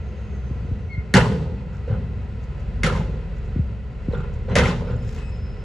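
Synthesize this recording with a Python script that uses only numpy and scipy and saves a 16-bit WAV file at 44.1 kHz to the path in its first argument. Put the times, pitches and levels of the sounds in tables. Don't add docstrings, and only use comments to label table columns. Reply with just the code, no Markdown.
import sys
import numpy as np
from scipy import signal
from scipy.fft import rfft, irfft, next_fast_len
from scipy.io import wavfile

SR = 44100
rng = np.random.default_rng(int(sys.argv[2]) if len(sys.argv) > 2 else 0)


def to_wav(sig):
    pcm = np.clip(np.atleast_2d(sig), -1, 1) * 32767
    pcm = np.round(pcm).astype(np.int16)
    wavfile.write(sys.argv[1], SR, pcm.T)


N = 248724
TIME = np.arange(N) / SR

# frequency in Hz, relative density in dB.
RUMBLE = [(15, -41), (30, -4), (50, 6.5), (90, 11), (150, -1.5), (210, -0.5), (255, -9), (310, -20),
          (450, -57.5)]
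# frequency in Hz, relative density in dB.
CRACK = [(200, -23.5), (900, -27), (1500, 0), (2100, 3), (2700, -8.5), (7000, -14.5), (11000, -13),
         (16000, -38)]


def amp(db):
    return 10 ** (np.asarray(db) / 20)


def unit(x):
    return x / np.sqrt(np.mean(x ** 2) + 1e-20)


def read(points, hz):
    f, value = np.transpose(points)
    return np.interp(np.log(hz + 1), np.log(f + 1), value)


def curves(rows):
    s, *columns = np.transpose(rows)
    return [np.interp(TIME, s, column) for column in columns]


def add(mix, s, sound):
    part = mix[max(round(s * SR), 0):][:len(sound)]
    part += sound[:len(part)]


def noise(spectrum, size):
    hz = np.fft.rfftfreq(next_fast_len(size, True), 1 / SR)
    phases = np.exp(2j * np.pi * rng.random(len(hz)))
    return unit(irfft(amp(read(spectrum, hz)) * phases)[:size])


def drift(rate_hz):
    t = TIME[::64]
    waves = 0
    for f in np.geomspace(rate_hz / 10, rate_hz, 20):
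        waves = waves + np.sin(2 * np.pi * (f * t + rng.random())) / f ** 0.3
    return np.interp(TIME, t, unit(waves))


def die_away(x, t60, size=256):
    hz, t, z = signal.stft(x, SR, nperseg=size)
    decay = amp(-60 * t / read(t60, hz)[:, None])
    return signal.istft(z * decay, SR, nperseg=size)[1][:len(x)]


def low_part(x, hz):
    return signal.sosfilt(signal.butter(1, hz, fs=SR, output="sos"), x)


def tone(turns, db):
    return np.sqrt(2) * amp(db) * np.sin(2 * np.pi * turns)


def ripple(x, bumps):
    size = next_fast_len(N, True)
    f = np.fft.rfftfreq(size, 1 / SR)
    ripple_db = sum(db * np.exp(-(2 * (f - hz) / width) ** 2) for hz, width, db in bumps)
    mirrored_db = np.concatenate([ripple_db, ripple_db[1:(size + 1) // 2][::-1]])
    log_gain = np.log(amp(mirrored_db))
    response = np.exp(signal.hilbert(log_gain).conj()[:len(f)])
    return irfft(rfft(x, size) * response, size)[:N]


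def whistle(rows, jitter, flutter_db, flutter_hz):
    hz, *levels = curves(rows)
    turns = np.cumsum(hz * (1 + jitter * drift(150))) / SR
    ramp_s = 0.0097
    sounding = np.clip(np.minimum(TIME - rows[0][0], rows[-1][0] - TIME) / ramp_s, 0, 1)
    harmonics = sum(tone(k * turns, db) for k, db in enumerate(levels, 1))
    return sounding * amp(flutter_db * drift(flutter_hz)) * harmonics


def breeze(db=-44.0, gust_db=2):
    return np.array([noise(RUMBLE, N), noise(RUMBLE, N)]) * amp(db + gust_db * drift(3.0))


def wind(lowest_hz=62, fall=.75):
    # start in seconds, envelope peak in dB, starting pitch in Hz, time to peak in seconds.
    thump_rows = [(.508, -22, 380, .007), (.556, -25, 350, .006), (.648, -24, 360, .006),
                  (.714, -18, 300, .008), (.978, -15.5, 190, .008), (3.56, -15.5, 400, .0075),
                  (3.58, -25, 400, .005), (3.591, -13, 270, .011), (4.084, -13, 430, .006)]
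    out, t = np.zeros(N), TIME[:SR // 10]
    for s, db, hz, peak_s in thump_rows:
        turns = np.cumsum(lowest_hz + (hz - lowest_hz) * np.exp(-t / (fall * peak_s))) / SR
        envelope = amp(db) * t / peak_s * np.exp(1 - t / peak_s)
        add(out, s, -envelope * np.sin(2 * np.pi * turns))
    return out


def engines(truck_db=-1, rumble_db=-34, clatter_db=-45, throb=0.054, knock=0.026, waver_db=2, surge_db=2.44):
    # time in seconds, firing rate in Hz, effort in dB.
    truck_curve = [(0, 70.7, -32.5), (.2, 70.87, -33.5), (.62, 57.5, -31.5), (.85, 54, -51),
                   (1.55, 50.5, -38.5), (2, 44.4, -36.5), (2.4, 43, -38), (2.85, 49.68, -24),
                   (3.2, 47.87, -29.5), (3.55, 42, -31.5), (3.82, 37.94, -53.5), (4.05, 39.24, -31),
                   (4.7, 41.52, -30.5), (5.64, 43.6, -32)]
    # multiple of the firing rate, relative level in dB.
    truck_orders = [(1, -0.5), (1.5, -12.5), (2, -9), (3, -12), (4, -31.5), (5, -29.5)]
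    # multiple of the steady engine's crank rate, level in dB.
    idle_orders = [(4, -33.5), (5, -40.5), (6, -58), (7, -45.5), (8, -47), (9, -48), (10, -46.5), (13, -49)]
    # frequency in Hz, relative density in dB.
    clatter_spectrum = [(200, -35), (320, 5.5), (440, 13.5), (540, 8), (660, -0.5), (900, -3), (1170, -5.5),
                        (1500, -7), (2050, -4.5), (3000, -10.5), (4500, -18), (6000, -26), (7600, -27),
                        (11000, -32)]
    # centre in Hz, width in Hz, gain in dB.
    panel_bumps = [(738, 88, 5), (1010, 147, 6), (1134, 76, -7.5), (1380, 280, 6.5), (1960, 49, 6.5),
                   (2338, 210, -6.5), (2490, 470, 3), (2970, 92, -0.5), (3670, 1200, -3), (3940, 110, 6.5),
                   (4600, 89, 3.5)]
    idle_hz, cruise_db = 15.6, -31
    rumble_follows, clatter_follows = 0.071, 0.14

    firing_hz, level_db = curves(truck_curve)
    effort_db = level_db - cruise_db
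    firings = np.cumsum(firing_hz * (1 + 0.0047 * drift(22))) / SR
    crank = np.cumsum(idle_hz * (1 + 0.0032 * drift(5.4))) / SR

    truck = np.zeros(N)
    for k, db in truck_orders:
        order_waver_db = waver_db * drift(16) * np.log(k)
        truck += tone(k * firings + rng.random(), level_db + truck_db + db + order_waver_db)
    idle = sum(tone(k * crank + rng.random(), db + 0.6 * drift(5.1)) for k, db in idle_orders)

    rumble = noise(RUMBLE, N) * amp(rumble_db + rumble_follows * effort_db + surge_db * drift(6))
    rumble *= 1 + throb * np.cos(2 * np.pi * crank)
    clatter = ripple(noise(clatter_spectrum, N), panel_bumps)
    clatter *= amp(clatter_db + clatter_follows * effort_db + 0.4 * drift(18))
    clatter *= 1 + knock * np.cos(2 * np.pi * firings)
    return truck + idle + rumble + clatter


def turbo():
    # time in seconds, pitch in Hz, level in dB.
    turbo_curve = [(0, 6400, -75), (.27, 6480, -72), (.36, 6380, -71), (.6, 6220, -76), (.8, 6080, -79),
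                   (1.1, 5900, -86)]
    return whistle(turbo_curve, jitter=0.007, flutter_db=2, flutter_hz=60)


def brakes():
    # start in seconds, length in seconds, mid pitch in Hz, level in dB, octave's level in dB.
    squeal_rows = [(0.972, .055, 1420, -56, -84), (5.16, 0.18, 2570, -53.5, -72),
                   (5.155, .17, 7965, -67, -110)]
    edge_db, sag_hz = -8.5, 7.6
    out = np.zeros(N)
    fade_db = edge_db * np.array([1, 0, 0, 1])
    u = np.linspace(0, 1, len(fade_db))
    for s, length, hz, db, octave_db in squeal_rows:
        rows = np.transpose([s + length * u, hz - sag_hz * (u - .5), db + fade_db, octave_db + fade_db])
        out += whistle(rows, jitter=0.001, flutter_db=1.5, flutter_hz=90)
    return out


def grab():
    # time in seconds, pitch in Hz, level in dB, octave's level in dB.
    grab_curve = [(.886, 2205, -56, -80), (.906, 2171, -44.5, -70), (.932, 2160, -39, -57),
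                  (.945, 2138, -45, -64), (.952, 2080, -38.5, -65), (.96, 2170, -46, -68),
                  (.97, 2170, -51, -80), (.976, 2110, -43, -80), (.984, 2140, -49, -84),
                  (.994, 2160, -43, -80), (1.005, 2115, -49, -85), (1.03, 2140, -54, -90)]
    return whistle(grab_curve, jitter=0.003, flutter_db=1, flutter_hz=110)


def whine():
    # time in seconds, pitch in Hz, level in dB, octave's level in dB.
    whine_curve = [(4.84, 5117, -70, -80), (4.88, 5120, -65, -76), (4.95, 5130, -76, -82),
                   (5.0, 5130, -67, -72), (5.12, 5160, -66, -82), (5.2, 5160, -71, -80),
                   (5.3, 5145, -65, -77), (5.33, 5146, -57.5, -78), (5.395, 5155, -65, -88),
                   (5.445, 5148, -55.5, -90), (5.48, 5160, -65, -92), (5.66, 5154, -66, -95)]
    return whistle(whine_curve, jitter=0.001, flutter_db=2, flutter_hz=60)


def hinge():
    # time in seconds, pitch in Hz, levels of harmonics 1, 2 and 3 in dB.
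    hinge_curve = [(4.487, 2000, -58, -62, -72), (4.5, 2020, -51, -57, -66), (4.515, 2030, -53, -62, -71),
                   (4.528, 2020, -53, -54, -66), (4.537, 2040, -54, -66, -68), (4.555, 2030, -53, -62, -66)]
    return whistle(hinge_curve, jitter=0.028, flutter_db=2, flutter_hz=70)


def pebbles(width=0.027, skirt_db=-30, rise_s=0.0021, decay_s=0.0046):
    # start in seconds, level in dB, pitch in Hz.
    pebble_rows = [(3.383, -58, 7150), (4.122, -40, 2030), (4.126, -43, 3950), (4.145, -42, 3500),
                   (4.175, -53, 7200), (4.205, -47, 3530), (4.208, -55, 7200), (4.338, -53, 7100),
                   (4.917, -53, 7250), (4.962, -56, 7200), (5.024, -50, 7150), (5.079, -50, 7100),
                   (5.108, -51, 7100), (5.178, -49, 7150), (5.294, -55, 7200), (5.37, -57, 7100)]
    out, t = np.zeros(N), TIME[:SR // 10]
    envelope = (1 - np.exp(-t / rise_s)) * np.exp(-t / decay_s)
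    for s, db, hz in pebble_rows:
        band = [(hz * (1 + width) ** k, skirt_db * (abs(k) > 1)) for k in (-5, -1, 1, 5)]
        add(out, s, amp(db) * noise(band, len(t)) * envelope)
    return out


def stones(per_s=900, spread_db=4.5, click_s=0.0027, trickle_db=-71, clump_db=4):
    # centre in seconds, level in dB, Gaussian spread in seconds.
    slide_rows = [(1.253, -33.5, .02), (1.76, -49, 0.031), (2.44, -44.5, 0.016), (2.6, -44, .01),
                  (2.956, -42, 0.039), (3.372, -53, 0.018), (3.46, -49, 0.013), (4.344, -47, 0.0097),
                  (4.682, -35.5, .018), (5.125, -38.5, 0.065)]
    # frequency in Hz, relative density in dB.
    stone_spectrum = [(500, -19), (1500, 10), (4000, 1), (7200, 1), (10000, -20.5), (14000, 16.5)]
    flow = sum(amp(db) * np.exp(-.5 * ((TIME - s) / spread_s) ** 2) for s, db, spread_s in slide_rows)
    flow = flow + amp(trickle_db + clump_db * drift(22))
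    t, shower, kinds = TIME[:512], np.zeros(N), 10
    for _ in range(kinds):
        falls = rng.random(N) < per_s / kinds / SR
        sizes = amp(spread_db * np.minimum(rng.exponential(1, N), 4)) * falls
        click = noise(stone_spectrum, len(t)) * np.exp(-t / click_s)
        shower += signal.oaconvolve(sizes, click)[:N]
    return flow * unit(shower)


def scrapes(per_s=700, spread_db=3, ring_s=0.0056, rise_s=0.021):
    # start in seconds, level in dB, length in seconds.
    scrape_rows = [(1.711, -48.5, 0.085), (1.899, -45, 0.073), (4.12, -44.5, 0.19), (4.864, -41.5, 0.091)]
    # frequency in Hz, relative density in dB.
    scrape_spectrum = [(600, -33), (1000, 3.5), (1160, -7), (1360, 6.5), (1700, -14), (2100, -12.5),
                       (2400, -17.5), (3500, -22.5), (6000, -47)]
    flow = np.zeros(N)
    for s, db, length in scrape_rows:
        run_out = np.sqrt(np.clip(1 - (TIME - s) / length, 0, 1))
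        flow += amp(db) * np.clip((TIME - s) / rise_s, 0, 1) * run_out
    sizes = amp(spread_db * np.minimum(rng.exponential(1, N), 3))
    catches = sizes * rng.choice([-1, 1], N) * (rng.random(N) < per_s / SR)
    t = TIME[:2048]
    plate = noise(scrape_spectrum, len(t)) * np.exp(-t / ring_s)
    return flow * unit(signal.oaconvolve(catches, plate)[:N])


def clanks(rise_s=0.001, tick_db=-13, tick_s=0.0021, tick_octave_db=14):
    # start in seconds, level in dB, pitch in Hz, decay in seconds.
    clank_rows = [(1.147, -17, 725, .007), (1.154, -18, 2614, .006), (1.159, -13.5, 1703, .006),
                  (1.181, -14, 959, 0.011), (1.185, -15, 1480, 0.0055), (1.203, -21.5, 1400, 0.0087),
                  (1.206, -23, 2700, 0.0062), (1.212, -20.5, 1920, 0.0058), (1.232, -23, 1046, .008),
                  (1.257, -23, 1010, 0.016), (1.345, -23.5, 441.5, 0.02), (1.877, -29, 483, 0.022),
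                  (1.909, -27.5, 490, 0.016), (1.937, -42, 1380, 0.024), (2.846, -23.5, 1950, 0.0086),
                  (2.875, -23, 1320, 0.017), (2.897, -23, 1400, 0.014), (2.924, -28.5, 986, 0.017),
                  (2.951, -27.5, 1046, 0.017), (3.003, -28.5, 866, 0.01), (4.134, -36.5, 1010, 0.021),
                  (4.133, -24, 481, 0.016), (4.144, -39.5, 1350, 0.014), (4.187, -40, 1370, 0.015),
                  (4.205, -42.5, 1345, 0.0095), (4.239, -39, 1010, .012), (4.486, -30, 523, 0.01),
                  (4.498, -34, 1010, 0.012), (4.561, -13.5, 653, 0.0072), (4.597, -17.5, 507, 0.017),
                  (4.603, -19, 2080, 0.012), (4.634, -21.5, 1380, 0.015), (4.644, -23, 454, 0.0074),
                  (4.656, -17.5, 2120, 0.0065), (4.672, -29.5, 765, 0.0072), (4.677, -26, 1440, 0.0073),
                  (4.703, -25, 1060, .014), (4.808, -34, 1002, .014), (4.821, -25, 468, 0.0096)]
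    # multiple of the pitch, relative level in dB.
    clank_modes = [(1, -4), (.91, -9), (1.12, -12), (1.55, -19)]
    out, t = np.zeros(N), TIME[:SR // 4]
    for s, db, hz, decay in clank_rows:
        ring = np.zeros(len(t))
        for k, mode_db in clank_modes:
            ring += tone(k * hz * t + rng.random(), mode_db) * np.exp(-t * k / decay)
        pitch_tick_db = tick_db + tick_octave_db * min(np.log2(hz / 1000), 0)
        tick = amp(pitch_tick_db) * noise(CRACK, len(t)) * np.exp(-t / tick_s)
        add(out, s, amp(db) * (ring * (1 - np.exp(-t / rise_s)) + tick))
    return out


def booms(rise_s=0.0063, sag=0.097):
    # start in seconds, level in dB, mid pitch in Hz, decay in seconds.
    boom_rows = [(1.143, -7, 186.7, 0.029), (1.221, -14.5, 132.4, 0.027), (1.261, -16.5, 155.5, 0.054),
                 (1.41, -18, 154.4, 0.018), (1.485, -23.5, 87.5, 0.023), (1.88, -22, 67.5, 0.06),
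                 (1.899, -14, 108.8, 0.034), (2.84, -7, 165, 0.011), (2.992, -16, 152, 0.017),
                 (4.173, -22, 135.7, 0.043), (4.56, -9, 126, 0.013), (4.565, -17, 71, 0.068),
                 (4.598, -10.5, 178.5, 0.01), (4.638, -9.5, 122.7, 0.013), (4.689, -10, 180.5, 0.0088),
                 (4.9, -25, 114.5, 0.1)]
    # multiple of the pitch, relative level in dB.
    boom_modes = [(1, -0.5), (1.27, -9)]
    out, t = np.zeros(N), TIME[:SR]
    for s, db, hz, decay in boom_rows:
        swing = np.exp(-t / decay)
        turns = np.cumsum(hz * (1 + sag * (swing - .5))) / SR
        modes = sum(tone(k * turns, db + mode_db) for k, mode_db in boom_modes)
        add(out, s, (1 - np.exp(-t / rise_s)) * swing * modes)
    return out


def slam(s, db, bass_db, treble_db, near_crack_db, near_hz, near_db, far_db, far_crack_db, far_hz, far_note_db):
    # delay in seconds, level in dB, bass in dB, treble in dB, rise in seconds, crack in dB.
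    landing_steps = [(0, -1, -1.5, -1.5, .0013, 2), (.009, -4, 5, 5.5, .002, 1),
                     (.030, -2, -6.5, -4, .0022, 2.5), (.037, -5.5, -6.5, -8.5, 0.004, 1)]
    latch_hz, latch_db, frame_hz, frame_db = 1474, -5.5, 511.6, 13
    sides = [(0, near_crack_db, near_hz, near_db), (0, near_crack_db, latch_hz, latch_db),
             (far_db, far_crack_db, far_hz, far_note_db), (far_db, far_crack_db, frame_hz, frame_db)]
    for step, (side_db, side_crack_db, *note) in zip(landing_steps, sides):
        delay, step_db, bass, treble, rise, crack_db = step
        level_db = db + step_db + side_db
        yield s + delay, level_db, bass_db + bass, treble_db + treble, rise, crack_db + side_crack_db, *note


def rebound(s, db, gap, loss_db, treble_db, note_hz, note_db, count=3):
    gap_ratio, bass_db, rise_s, crack_db = 0.81, 1.5, 0.0048, -10.5
    for k in range(count):
        yield s, db + k ** 2 * loss_db, bass_db, treble_db, rise_s, crack_db, note_hz, note_db
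        s = s + gap * gap_ratio ** k


def soft_knock(s, db, first_db, bass_db, treble_db, rise):
    # delay in seconds, level in dB, treble in dB, hollow note in dB.
    tap_rows = [(0, -1, -3, 14), (.025, 0, 0, 12.5), (.06, -8.5, 2.5, 2.5), (.125, -8.5, -6.5, 2)]
    note_hz, crack_db = 494, -28
    for k, (delay, tap_db, treble, note_db) in enumerate(tap_rows):
        level_db = db + tap_db + first_db * (k == 0)
        yield s + delay, level_db, bass_db, treble_db + treble, rise, crack_db, note_hz, note_db


def contacts():
    # start in seconds, level, bass, treble in dB, near side's crack in dB, note in Hz, note in dB,
    # far side's level in dB, crack in dB, note in Hz, note in dB.
    slam_rows = [(1.139, -13.5, 1.5, 1, 0, 1835, -0.5, -2, -0.5, 1380, 1),
                 (2.8337, -20.5, -2.5, 1.5, 0.5, 2094, 9.5, 0, -2.5, 1348, 3.5),
                 (4.555, -16.5, 2.5, 3, 1.5, 568, 0.5, 1, -2.5, 1514, -0.5)]
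    # start in seconds, level in dB, first gap in seconds, change at the next bounce in dB,
    # treble in dB, note in Hz, note in dB.
    rebound_rows = [(1.315, -33.5, .1, -6, -4, 459, 16), (2.92, -29, 0.04, -1.54, -3, 494, 6),
                    (4.632, -28, .031, -1, 7.5, 442, 1.5)]
    # start in seconds, level, first tap, bass, treble in dB, rise in seconds. The last row is a
    knock_rows = [(1.875, -38, -0.5, 13.5, -20.5, 0.0086), (4.11, -35.5, -5, 8, -24, 0.003),
                  (4.48, -30.5, -5, 13.5, -18, 0.0073), (4.872, -35.5, -5.5, 8, -11.5, 0.0031),
                  (5.15, -47, 1, -12, 10.5, 0.011)]
    kinds = [(slam, slam_rows), (rebound, rebound_rows), (soft_knock, knock_rows)]
    return [contact for kind, table in kinds for row in table for contact in kind(*row)]


def rattle(db=-13, per_s=750, hop_s=0.021, cycles=7, octave_db=-4, spread_db=3):
    jolt_power, clacks, t = np.zeros(N), np.zeros(N), TIME[:SR]
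    for s, blow_db, _, treble_db, *_ in contacts():
        hop = amp(blow_db + treble_db) * t / hop_s * np.exp(1 - t / hop_s)
        add(jolt_power, s, hop ** 2)
    t, pitches = TIME[:2048], np.geomspace(850, 7000, 24)
    for hz in pitches:
        hits = rng.random(N) < per_s / len(pitches) / SR
        sizes = amp(spread_db * np.minimum(rng.exponential(1, N), 3)) * hits
        clack = tone(hz * t, octave_db * np.log2(hz)) * np.exp(-t * hz / cycles)
        clacks += signal.oaconvolve(sizes, clack)[:N]
    return amp(db) * np.sqrt(jolt_power) * unit(clacks)


def snaps(decay_s=0.00091):
    # start in seconds, level in dB.
    snap_rows = [(1.1391, -6), (4.586, -16)]
    # frequency in Hz, relative density in dB.
    snap_spectrum = [(3000, -31), (7000, -10.5), (10500, -9), (14000, -2.5), (17000, -7.5)]
    out, t = np.zeros(N), TIME[:SR // 20]
    for s, db in snap_rows:
        add(out, s, amp(db) * noise(snap_spectrum, len(t)) * np.exp(-t / decay_s))
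    return out


def blow(modes, bass_db, treble_db, rise, crack_db, spot_hz, spot_db,
         dense_db=-1, crack_s=0.006, flex_s=0.00087, spot_s_at_1khz=0.0068, sag=0.055):
    # frequency in Hz, relative density in dB.
    steel_spectrum = [(25, -34.5), (55, 7.5), (110, 11), (200, 7), (300, -9), (390, 5.5), (530, 2.5),
                      (660, -2.5), (1020, -7), (1170, -7), (1400, -4), (2100, -9), (2450, -5.5),
                      (7300, -21.5), (14000, -26.5)]
    # frequency in Hz, 60 dB decay in seconds.
    steel_t60 = [(60, 0.85), (180, 0.58), (500, 0.46), (1000, 0.28), (2000, 0.28), (5000, 0.17),
                 (12000, 0.2)]
    t = TIME[:len(modes)]
    ring = modes + amp(dense_db) * die_away(noise(steel_spectrum, len(t)), steel_t60)
    below_bass, below_treble = low_part(ring, 350), low_part(ring, 1500)
    bass = amp(bass_db) * (1 - np.exp(-t / flex_s)) * below_bass
    ring = bass + (below_treble - below_bass) + amp(treble_db) * (ring - below_treble)
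    bend = np.exp(-t / (spot_s_at_1khz * (1000 / spot_hz) ** 0.29))
    ring = ring + bend * tone(np.cumsum(spot_hz * (1 + sag * (bend - .5))) / SR, spot_db)
    crack = amp(crack_db) * noise(CRACK, len(t)) * np.exp(-t / crack_s)
    return ring * (1 - np.exp(-t / rise)) + crack


def tailgate(modes_db=-10):
    # frequency in Hz, relative level in dB, 60 dB decay in seconds.
    gate_modes = [(109.8, -8.5, 0.4), (157.2, 0, 1.1), (175.4, -10, 1.29), (197.4, 0.5, 0.32),
                  (239.6, -9, 0.98), (489.5, -5, 0.29), (519.4, -5, 0.41), (780, -19.5, 0.23),
                  (789, -13.5, 0.44), (945, -16.5, 0.14), (893, -16.5, 0.98), (1012, -13.5, 0.72),
                  (1046, -19, 0.2), (1240, -12.5, 0.43), (1400, -19.5, 0.21), (1462, -14, 0.23),
                  (1538, -7.5, 0.22), (1918, -5, 0.13), (2120, -9.5, 0.2), (2094, -13, 0.28),
                  (3185, -15.5, 0.2), (7860, -33.5, 0.2)]
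    out, t = np.zeros(N), TIME[:SR]
    modes = np.array([np.sqrt(2) * amp(modes_db + db - 60 * t / t60) * np.exp(2j * np.pi * hz * t)
                      for hz, db, t60 in gate_modes])
    for s, db, *contact in contacts():
        phases = np.exp(2j * np.pi * rng.random(len(modes)))
        add(out, s, amp(db) * blow((phases @ modes).real, *contact))
    return out


def yard(x, build_s=0.025):
    # frequency in Hz, 60 dB decay in seconds.
    yard_t60 = [(100, 1.77), (500, 1.1), (1500, 0.48), (4000, 0.7), (10000, 0.53)]
    tail = die_away(rng.standard_normal(SR), yard_t60) * (1 - np.exp(-TIME[:SR] / build_s))
    return signal.oaconvolve(x, tail / np.linalg.norm(tail))[:N]


def ports(x):
    # frequency in Hz, likeness of the two ports from 0 to 1.
    same_curve = [(200, .998), (350, .95), (520, .97), (800, .84), (1400, .86), (2200, .72), (5000, .55),
                  (7000, .68), (10000, .6)]
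    # frequency in Hz, left-right level difference in dB.
    lean_curve = [(60, .6), (200, 1), (320, .8), (500, -6), (750, 0), (1050, -1), (1250, -2.8), (1700, -.8),
                  (2600, 2.5), (3500, 2), (4300, 0), (5600, .5), (7200, -1), (9000, 2)]
    # frequency in Hz, left-right phase difference in radians.
    lead_curve = [(100, -.2), (450, -.1), (750, .2), (1000, .65), (1600, -.1), (2800, .6), (3800, 0),
                  (4900, .7), (6000, 0), (7600, -.6), (8700, -2.8), (10000, -5.2), (11000, -6.5)]
    size = next_fast_len(N + SR // 10, True)
    hz, z = np.fft.rfftfreq(size, 1 / SR), rfft(x, size)
    scatter = rfft(rng.standard_normal(SR // 10) * np.exp(-TIME[:SR // 10] / .02), size)
    scatter = scatter / np.sqrt(np.mean(abs(scatter) ** 2))
    same = np.clip(read(same_curve, hz), 0, 1)
    side = np.sqrt((1 - same) / (1 + same)) * scatter
    lean = amp(read(lean_curve, hz) / 2) * np.exp(.5j * read(lead_curve, hz))
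    return irfft(np.array([z * (1 + side) * lean, z * (1 - side) / lean]), size)[:, :N]


def scene(echo_db=-13.5):
    # centre in Hz, width in Hz, gain in dB.
    cavity_bumps = [(300, 87, -0.5), (346, 53, -3), (500, 90, -1.5), (649, 82, -4.5), (690, 22, 2.5),
                    (882, 59, -6), (1148, 81, -8), (1210, 60, 1), (1890, 130, -1), (2390, 380, -4)]
    bed = ripple(tailgate() + rattle(), cavity_bumps) + booms() + clanks() + scrapes()
    truck = bed + snaps() + hinge() + stones() + pebbles() + brakes() + grab() + whine() + turbo()
    return ports(truck + amp(echo_db) * yard(truck) + engines() + wind()) + breeze()


def record(dry):
    # frequency in Hz, gain in dB.
    mic_curve = [(7600, 0), (8200, -5.5), (8700, -10.5), (9300, -3), (11000, -11.5), (11900, -32),
                 (13300, -26), (15000, -34.5)]
    edge_hz = 14500
    size = next_fast_len(N + SR // 10, True)
    colour = amp(read(mic_curve, np.fft.rfftfreq(size, 1 / SR)))
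    coloured = irfft(rfft(dry, size) * colour, size)[:, :N]
    edge = signal.firwin(255, edge_hz, window=("kaiser", 8), fs=SR)
    return signal.oaconvolve(np.clip(coloured, -1, 1), edge[None], "same")


dry = scene()
out = record(dry)
to_wav(out)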